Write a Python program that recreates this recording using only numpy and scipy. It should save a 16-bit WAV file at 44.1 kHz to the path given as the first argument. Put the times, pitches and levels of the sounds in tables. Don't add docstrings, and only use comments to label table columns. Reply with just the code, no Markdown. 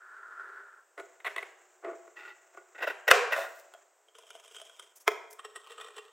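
import sys
import numpy as np
from scipy import signal
from scipy.fft import rfft, irfft
from scipy.io import wavfile
from scipy.ndimage import uniform_filter1d

SR = 44100
rng = np.random.default_rng(int(sys.argv[2]) if len(sys.argv) > 2 else 0)


def file_out(sig):
    cols = np.atleast_2d(sig).T
    lim = np.clip(cols, -1, 1)
    pcm = np.round(lim * 32767).astype(np.int16)
    wavfile.write(sys.argv[1], SR, pcm)


N = 269892
TIME = np.arange(N) / SR
SIZE = 2 ** 14
FREQ = np.fft.rfftfreq(SIZE, 1 / SR)
LEAD = SR // 40


def amp(db):
    return 10 ** (np.asarray(db) / 20)


def at(points, hz):
    f, value = np.transpose(points)
    return np.interp(np.log(np.maximum(hz, 1)), np.log(f), value)


def butter(x, hz, kind, order=2):
    sos = signal.butter(order, min(hz, SR / 2 - 1), kind, fs=SR, output="sos")
    return signal.sosfilt(sos, x + 1e-18)


def body(broad, modes=(), broad_db=0):
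    power = amp(at(broad, FREQ) + broad_db) ** 2
    for hz, width, db in modes:
        detune = (FREQ - hz) / (width / 2)
        power = power + amp(db) ** 2 / (1 + detune ** 2) / (1 + (detune / 6) ** 2)
    cepstrum = irfft(np.log(power) / 2)
    cepstrum[1:SIZE // 2] *= 2
    cepstrum[SIZE // 2 + 1:] = 0
    response = irfft(np.exp(rfft(cepstrum)))
    return response / np.linalg.norm(response)


def through(x, response):
    return signal.fftconvolve(x, response)[:N]


def add(track, s, sound):
    start = int(s * SR)
    track[start:start + len(sound)] += sound[:N - start]


def split(rows, s):
    before = [row for row in rows if row[0] < s]
    after = [row for row in rows if row[0] >= s]
    return before, after


def walk(rate):
    step = int(SR / rate)
    held = np.repeat(rng.standard_normal(N // step + 1), step)[:N]
    return 1.2 * uniform_filter1d(held, step)


def grains(rate, spread_db):
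    chance = rng.random(N) < rate / SR
    size_db = spread_db * np.minimum(rng.exponential(size=N), 4)
    slips = chance * rng.standard_normal(N) * amp(size_db)
    hiss = rng.standard_normal(N) / 2
    return (slips / np.std(slips) + hiss) / np.sqrt(1 + 1 / 4)


def stroke(start, hardest, end, db, easing_db):
    attack_s, release_s = .008, .025
    gate = np.clip(np.minimum((TIME - start) / attack_s, (end - TIME) / release_s), 0, 1)
    easing = np.interp(TIME, [start, hardest, end], [1, 0, 1])
    return gate * amp(db - easing_db * easing)


def rubbing(pressure, rate, spread_db, uneven_db):
    return grains(rate, spread_db) * pressure * amp(uneven_db * walk(60))


def travelling(force, lag_s, share, rate):
    lag = lag_s * np.exp(walk(rate) / 2)
    returned = np.interp(TIME - lag, TIME, force)
    return (force - share * returned) / np.sqrt(1 + share ** 2)


def brighten(force, treble_db):
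    dull = butter(force, 2000, "low", order=1)
    return dull + amp(treble_db) * (force - dull)


def crunches(rows, rate, spread_db, treble_db):
    tail_db, tail_fade_s = -17.5, .018
    force, fine, t = np.zeros(N), grains(rate, spread_db), TIME[:SIZE]
    for s, db, length in rows:
        progress = np.minimum(t / length, 1)
        tail = amp(tail_db) * progress * np.exp(-np.maximum(t - length, 0) / tail_fade_s)
        swell = np.sin(np.pi * progress ** .65) + tail
        burst = swell * fine[int(s * SR):][:SIZE]
        burst *= np.linalg.norm(swell) / np.linalg.norm(burst)
        add(force, s, amp(db) * brighten(burst, treble_db))
    return force


def blow(db, treble_db, rattle, click, graze_s):
    t = TIME[:SIZE] - TIME[LEAD]
    graze = np.exp(-np.abs(t) / graze_s) / 2
    shape = np.where(t < 0, graze, np.exp(-np.abs(t) / rattle))
    push = rng.standard_normal(SIZE) * shape
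    push[LEAD] = click
    return amp(db) * brighten(push, treble_db)


def blows(rows, click, graze_s):
    force = np.zeros(N)
    for s, *strength in rows:
        add(force, s - TIME[LEAD], blow(*strength, click, graze_s))
    return force


def air_hiss():
    # frequency in Hz, level in dB.
    colour = [(100, -30), (250, -12), (400, -1), (650, 0), (1400, -4), (2500, -11), (4300, -20),
              (6000, -13), (7600, -6), (8400, -9), (9300, -28), (13000, -23), (16000, -20)]
    return amp(-69.5) * through(rng.standard_normal(N), body(colour))


def advance():
    # start, hardest moment and end in seconds, level in dB, easing towards the ends in dB.
    pushes = [(0, .45, .55, -45, 9), (.42, .55, .635, -45.5, 3), (.595, .62, .84, -51, 11)]
    # frequency and width in Hz, level in dB.
    resonances = [(400, 60, -20), (1050, 70, -16), (1385, 75, 0), (1530, 110, -7), (1720, 110, -12)]
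    # frequency in Hz, level in dB.
    colour = [(150, -70), (350, -31), (850, -24), (1450, -15), (1850, -20), (2200, -38), (5000, -45),
              (15900, -60)]
    pressure = np.max([stroke(*row) for row in pushes], axis=0)
    return through(rubbing(pressure, rate=4000, spread_db=1, uneven_db=1), body(colour, resonances))


def bench():
    # moment in seconds, level in dB, treble in dB, rattle in seconds.
    bumps = [(.979, -37.5, -2, .018), (.999, -36.5, 3, .0058), (1.847, -32.5, -16, .007),
             (2.077, -48, -6, .004), (2.548, -52, -8, .008), (2.574, -41.5, -8, .01)]
    # start, hardest moment and end in seconds, level (before a trim) and easing in dB.
    skid_stroke = (1.822, 1.862, 1.965, -39, 9)
    # frequency and width in Hz, level in dB.
    resonances = [(359.6, 49, -4), (672, 24, -2.5), (1150, 100, -9.5), (1440, 36, -6), (2000, 390, -15),
                  (3990, 42, -35.5)]
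    # frequency in Hz, level in dB.
    colour = [(150, -63), (250, -39.5), (379, -6), (747, -10.5), (987, -19.5), (1450, -9.5), (1720, -35),
              (1980, -14), (2480, -34.5), (9280, -38), (15900, -49.5)]
    skid = rubbing(stroke(*skid_stroke), rate=3000, spread_db=1, uneven_db=1.2)
    dull_skid = butter(skid, 800, "low", order=1)
    force = blows(bumps, click=5, graze_s=.003) + amp(1.5) * dull_skid
    return through(force, body(colour, resonances, broad_db=-4))


def rustle_and_hiss():
    # start, loudest moment and end in seconds, level and easing in dB.
    swell = (.98, 2.2, 3.85, -67.5, 1)
    # frequency in Hz, level in dB.
    colour = [(120, -83), (200, -52.5), (373, 3.5), (448, -18), (670, -1), (966, -9), (1060, -7),
              (1450, -4), (4670, -26), (7240, -7.5), (8230, -14.5), (9190, -57), (15900, -22)]
    return through(rubbing(stroke(*swell), rate=6000, spread_db=1.5, uneven_db=3.5), body(colour))


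def tip_crunch(row):
    middling_db, treble_per_db, corner_hz = -27, .6, 3800
    force = crunches([row], rate=7000, spread_db=1.2, treble_db=-0.5)
    backwards = butter(force, corner_hz, "low")[::-1]
    dull = butter(backwards, corner_hz, "low")[::-1]
    return dull + amp(treble_per_db * (row[1] - middling_db)) * (force - dull)


def blade_crunches():
    # start in seconds, level in dB, length in seconds.
    rows = [(1.201, -49, .009), (1.245, -34, .021), (1.260, -31.5, .026), (1.361, -28, .009),
            (1.376, -35, .018), (1.426, -35, .0075), (2.747, -47.5, .028), (2.778, -42, .024),
            (2.801, -40, .028), (2.819, -30.5, .036), (2.869, -29.5, .024), (2.892, -34.5, .03),
            (3.070, -38, .012), (3.0772, -19.5, .017), (3.105, -26, .008), (3.308, -37, .02),
            (3.320, -25, .024)]
    # frequency and width in Hz, level in dB.
    heel_resonances = [(702, 82, -3), (1090, 34, -4), (1490, 98, -7), (2026, 135, 2), (2500, 51, -14),
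                       (2590, 44, -8.5), (3170, 18, -25), (3330, 78, -26), (3670, 90, -19)]
    tip_resonances = [(590, 130, -1), (1007, 84, -4), (1480, 110, 3), (1920, 80, 3.5), (2660, 130, -3),
                      (3860, 140, -17.5), (5600, 47, -26.5), (5700, 35, -22.5), (7200, 120, -25),
                      (7300, 75, -25)]
    # frequency in Hz, level in dB.
    heel_colour = [(150, -79), (250, -45), (354, -11.5), (673, -19), (905, -11), (1450, -4.5), (1750, -14),
                   (2050, -9), (2750, -13.5), (3700, -16.5), (4970, -38.5), (7940, -31), (15900, -38)]
    tip_colour = [(150, -45), (250, -15), (617, -2), (1150, -13.5), (1910, -7), (2660, -10), (3270, -19.5),
                  (3630, -13), (4170, -31), (4800, -21.5), (9120, -35.5), (11000, -30.5), (15900, -26.5)]
    room_colour = [(150, -50), (380, -5), (520, -7), (700, -1), (950, -5), (1400, 0), (2050, -1),
                   (2700, -6), (4500, -22), (7500, -23), (15900, -29)]
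    heel_rows, tip_rows = split(rows, 2.5)
    heel_force = crunches(heel_rows, rate=2500, spread_db=3.0, treble_db=0)
    tip_force = sum(tip_crunch(row) for row in tip_rows)
    heel = through(heel_force, body(heel_colour, heel_resonances, broad_db=-2))
    tips = through(tip_force, body(tip_colour, tip_resonances, broad_db=-1.5))
    return heel + tips, through(heel_force + tip_force, body(room_colour))


def blade_slide():
    # start, hardest moment and end in seconds, level and easing in dB.
    slide = (2.157, 2.255, 2.335, -48.5, 1)
    # frequency and width in Hz, level in dB.
    resonances = [(377, 26, -6.5), (847, 61, -11.5), (1420, 60, 0.5), (1930, 100, 0), (2660, 110, -5),
                  (3620, 43, -15)]
    # frequency in Hz, level in dB.
    colour = [(150, -77), (250, -30), (366, -15.5), (1000, -15), (1450, -7), (1660, -18), (1980, -14.5),
              (7940, -35.5), (9280, -48.5), (15900, -36.5)]
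    force = rubbing(stroke(*slide), rate=2300, spread_db=1.0, uneven_db=0.8)
    return through(force, body(colour, resonances, broad_db=-2))


def after_ring(start_s):
    # frequency in Hz, level in dB before the overall level, time to fade by 60 dB in seconds.
    ringing = [(420, -7, .55), (476, -1, .5), (508, -2, .45), (565, -9, .5), (724, -2, .5), (1081, -9, .55),
               (1397, -7, .55), (1610, -5, .6), (1781, -9, .6), (2384, -11, .55), (2665, -11, .5)]
    level_db, build_s, wavers_per_s = -27.5, .015, 35
    out, t, tones = np.zeros(N), TIME[:SR], 0
    for hz, db, t60 in ringing:
        wavering = (walk(wavers_per_s) + 1j * walk(wavers_per_s))[:SR]
        tone = np.real(wavering * np.exp(2j * np.pi * hz * t))
        tones = tones + amp(db - 60 * t / t60) * tone
    add(out, start_s, amp(level_db) * tones * np.minimum(t / build_s, 1))
    return out


def snap_shut():
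    # moment in seconds, level in dB, treble in dB, rattle in seconds.
    snaps = [(3.1134, -4.3, -1, 0.0038), (3.1150, -12.5, -2.5, 0.005)]
    # frequency and width in Hz, level in dB.
    resonances = [(482, 66, -9), (688, 24, -6), (1345, 130, 1), (1910, 12, -8.5), (2048, 43, -2.5),
                  (2440, 9, -1.5), (2652, 50, -2), (3700, 220, -13.5), (4300, 78, -19), (6000, 190, -20),
                  (7400, 39, -20.5), (8040, 200, -24.5)]
    # frequency in Hz, level in dB.
    colour = [(150, -49), (250, -25), (451, -2), (1110, -16), (1450, -2.5), (2050, -6.5), (2230, -18),
              (2610, -1.5), (3110, -12.5), (3830, -19.5), (15900, -30.5)]
    room_colour = [(150, -40), (380, -12), (480, 2), (620, -11), (720, 2), (850, -10), (1080, 1), (1500, 0),
                   (2200, -6), (2600, -3.5), (3200, -12), (4500, -17), (7500, -20), (10000, -29),
                   (15900, -30)]
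    first_s = snaps[0][0]
    snap = through(blows(snaps, click=9, graze_s=0.0053), body(colour, resonances, broad_db=-3))
    spill = np.zeros(N)
    add(spill, first_s, amp(15.5) * body(room_colour))
    return snap + after_ring(first_s), spill


def blade_opening():
    # start, hardest moment and end in seconds, level and easing in dB.
    rasp = (3.322, 3.345, 3.48, -32, 8)
    # frequency and width in Hz, level in dB.
    resonances = [(565, 22, 5), (672, 60, 2), (1020, 42, -5), (1430, 45, 4), (1890, 130, -2),
                  (2600, 130, -9), (2870, 25, -14), (3610, 60, -12), (5300, 200, -24), (7470, 90, -26)]
    # frequency in Hz, level in dB.
    colour = [(150, -70), (250, -38), (354, -13), (750, -11), (1350, -8), (2000, -11), (2280, -22),
              (2660, -16), (3100, -25), (3700, -20), (4500, -29), (5600, -26), (15900, -38)]
    force = rubbing(stroke(*rasp), rate=2500, spread_db=2, uneven_db=1.2)
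    return through(force, body(colour, resonances, broad_db=0))


def shears():
    crunching, spill = blade_crunches()
    rubs = blade_slide() + blade_opening()
    return travelling(crunching + rubs, lag_s=.0008, share=0.3, rate=25), spill + rubs


def felt_slips():
    # start, hardest moment and end in seconds, level and easing in dB.
    slips = [(3.32, 3.445, 3.48, -51, 11), (3.47, 3.60, 3.625, -60, 4)]
    # frequency in Hz, level in dB.
    colour = [(300, -4), (2500, -2), (5500, 4.5), (8500, 4.5), (10000, -3), (15000, 6.5)]
    pressure = sum(stroke(*row) for row in slips)
    return through(rubbing(pressure, rate=6600, spread_db=3, uneven_db=2.5), body(colour))


def pen_set_down():
    # moment in seconds, level in dB, treble in dB, rattle in seconds.
    touches = [(3.7385, -39.5, 0, .003), (3.748, -46, -14, .003)]
    # frequency and width in Hz, level in dB.
    resonances = [(689, 60, 1), (1385, 50, 0), (1810, 60, -13), (3225, 80, -6.5), (7208, 120, -24)]
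    # frequency in Hz, level in dB.
    colour = [(150, -60), (400, -20), (1400, -19), (2500, -25), (3300, -22), (4500, -33), (8000, -32),
              (15900, -42)]
    return through(blows(touches, click=7, graze_s=.001), body(colour, resonances))


def light_catches(pressure, treble_db):
    per_s, below_stroke_db, scatter_db = 16, -5, 2.5
    chance = rng.random((200, 2))
    times = (np.arange(len(chance)) + chance[:, 0]) / per_s
    pressed = np.interp(times, TIME, pressure, right=0)
    scatter = scatter_db * (2 * chance[:, 1] - 1)
    rows = []
    for s, p, db in zip(times, pressed, scatter):
        if p > 0:
            rows.append((s, 20 * np.log10(p) + below_stroke_db + db, treble_db))
    return rows


def catching(rows, broad, modes, broad_db, rattle_s, click, graze_s):
    colour_db, detune_share = 4.5, .015
    out = np.zeros(N)
    for s, db, treble_db in rows:
        chance = np.clip(rng.standard_normal((len(modes), 2)), -1.5, 1.5)
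        here = []
        for (hz, width, level), (a, b) in zip(modes, chance):
            here.append((hz * (1 + detune_share * a), width, level + colour_db * b))
        force = blow(db, treble_db, rattle_s, click, graze_s)
        add(out, s - TIME[LEAD], signal.fftconvolve(force, body(broad, here, broad_db)))
    return out


def pen_lines():
    # start, hardest moment and end in seconds, level (before a trim) and easing in dB.
    strokes = [(4.14, 4.62, 4.93, -54.5, 8), (5.42, 5.83, 6.15, -51, 14)]
    # moment in seconds, level in dB, treble in dB.
    catches = [(4.085, -56, -5), (4.152, -46, -11), (4.186, -45, -4), (4.236, -53, -8), (4.305, -43.5, -1),
               (4.352, -43, -9), (4.364, -49, -9), (4.399, -49, -2), (4.479, -49, -4), (4.512, -52, -4),
               (4.547, -49, 2), (4.565, -43, 1), (4.583, -50, -3), (4.600, -44.5, -4), (4.616, -41.5, -2),
               (4.697, -49, -1), (4.796, -40, -3), (4.825, -49, -5), (5.393, -38, -8), (5.449, -35, -7),
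               (5.560, -36, -2), (5.700, -50, 0), (5.719, -47, 4), (5.781, -37, -12), (5.800, -41, -4),
               (5.812, -37, -2), (5.845, -41, -8), (5.862, -45, -6), (5.884, -45, -8), (5.906, -48, -8),
               (5.966, -42, -2), (5.982, -37, -2)]
    # frequency and width in Hz, level in dB.
    far_resonances = [(440, 35, 0), (665, 70, -1), (990, 60, -6), (1230, 70, -6), (1455, 90, -4),
                      (2352, 60, -6), (2752, 40, -4), (3006, 45, 0), (3240, 130, 5), (3624, 40, -4),
                      (6400, 200, -10), (8200, 400, -8), (10120, 250, -11)]
    near_resonances = [(432, 32, -7.5), (1110, 70, -11), (1240, 70, -11), (1400, 70, -14), (1880, 79, -11),
                       (2430, 18, -12), (2750, 31, -11), (3110, 70, -11), (3600, 160, -16),
                       (5550, 110, -22.5), (7500, 57, -20), (8050, 400, -18), (10380, 300, -28)]
    # frequency in Hz, level in dB.
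    far_colour = [(150, -60), (300, -24), (420, -9), (700, -11), (830, -20), (1000, -11), (2100, -12),
                  (3300, -9), (4400, -27), (5000, -13), (8100, -12), (9300, -29), (10100, -22),
                  (15900, -28)]
    near_colour = [(150, -81), (250, -62), (348, -28), (428, 0), (546, -16), (905, -16.5), (1190, -4),
                   (1660, -16), (1880, -10.5), (2050, -23.5), (3110, -10.5), (4800, -29), (8080, -28),
                   (9610, -38), (15900, -35)]
    far, near = (stroke(*row) for row in strokes)
    all_catches = catches + light_catches(far + near, treble_db=-5)
    far_rows, near_rows = split(all_catches, 5.35)
    far_catches = catching(far_rows, far_colour, far_resonances, broad_db=-2,
                           rattle_s=.0055, click=7, graze_s=.004)
    near_catches = catching(near_rows, near_colour, near_resonances, broad_db=-5,
                            rattle_s=.0075, click=3, graze_s=.0045)
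    far_force = rubbing(amp(-3.5) * far, rate=1400, spread_db=2.2, uneven_db=3)
    near_force = rubbing(amp(-2.5) * near, rate=700, spread_db=2.2, uneven_db=3.5)
    first = through(far_force, body(far_colour, far_resonances, broad_db=2))
    second = through(near_force, body(near_colour, near_resonances))
    scraping = travelling(first + second, lag_s=.0011, share=.6, rate=9)
    return scraping + far_catches + near_catches


def pen_skims():
    # start in seconds, level in dB, length in seconds.
    skims = [(4.953, -55, .038), (4.999, -58, .035), (5.304, -53, .022), (5.326, -50, .014)]
    # frequency in Hz, level in dB.
    colour = [(300, -12), (1200, -4), (2400, -10), (4300, -12), (5800, 1), (15900, -4)]
    return through(crunches(skims, rate=3000, spread_db=2, treble_db=0), body(colour))


def pen_knock():
    # moment in seconds, level in dB, treble in dB, rattle in seconds.
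    knocks = [(5.0788, -16.7, 1, 0.0044), (5.0835, -28.5, -3, 0.011)]
    # frequency and width in Hz, level in dB.
    resonances = [(428, 38, 2.5), (695, 50, -3), (1107, 107, 4), (1260, 100, -2.5), (1664, 70, -7.5),
                  (2100, 66, -5), (2390, 150, -7.5), (2550, 71, -12), (3230, 210, -17), (5350, 280, -24),
                  (6870, 170, -21.5)]
    # frequency in Hz, level in dB.
    colour = [(150, -58), (250, -44), (393, -4), (829, -12), (1040, 4.5), (1580, -8), (2350, -4),
              (2850, -27), (3220, -7.5), (4250, -25.5), (5320, -19.5), (9950, -29), (15900, -25)]
    return through(blows(knocks, click=17.2, graze_s=0.0038), body(colour, resonances, broad_db=-4.5))


def reflect(x):
    # delay in seconds, level in dB.
    echoes = [(.0047, -18), (.0105, -18), (.0395, -23)]
    return x + sum(amp(db) * np.interp(TIME - s, TIME, x, left=0) for s, db in echoes)


def workshop(x, delay_s=0.0083, build_s=0.019, side_db=-10):
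    # frequency in Hz, time to fade by 60 dB in seconds.
    decay = [(300, .65), (700, .74), (1500, .7), (3000, .58), (7000, .52), (15000, .3)]
    # frequency in Hz, level in dB.
    room_share = [(250, -8), (500, -2), (1400, -6), (2600, -7), (4000, -6.5), (7500, -6), (10000, -10),
                  (16000, -12)]
    t, hz = TIME[:SR], np.fft.rfftfreq(SR, 1 / SR)
    noise = rfft(rng.standard_normal((2, SR)))
    edges = np.geomspace(100, SR / 2, num=17)
    build = np.clip((t - delay_s) / build_s, 0, 1)
    tail = 0
    for lo, hi in zip(edges[:-1], edges[1:]):
        fade = np.exp(-np.log(1000) * t / at(decay, np.sqrt(lo * hi))) * build
        band = irfft(noise * (hz >= lo) * (hz < hi) * amp(at(room_share, hz)))
        tail = tail + band * fade / np.linalg.norm(fade)
    mid = through(x, tail[0])
    side = amp(side_db) * butter(through(x, tail[1]), 4200, "low")
    return np.array([mid + side, mid - side])


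def scene():
    air, pushing, bumps = air_hiss(), advance(), bench()
    blades, blades_spill = shears()
    snap, snap_spill = snap_shut()
    soft = rustle_and_hiss() + felt_slips()
    drawing = pen_set_down() + pen_lines() + pen_skims()
    knock = pen_knock()
    to_room = amp(-5.5) * (blades_spill + pushing) + snap_spill + amp(-4.5) * bumps
    to_room = to_room + amp(-7.5) * knock + amp(-5.5) * drawing + soft
    direct = pushing + blades + snap + bumps + drawing + knock
    return reflect(direct) + soft + air + workshop(to_room)


def record(dry):
    thin = np.clip(butter(dry, 315, "high", order=10), -1, 1)
    bent = thin + amp(-19) * thin ** 6
    top = signal.firwin(255, 15900, fs=SR)
    return signal.fftconvolve(bent, top[None], mode="same", axes=1)


dry = scene()
out = record(dry)
file_out(out)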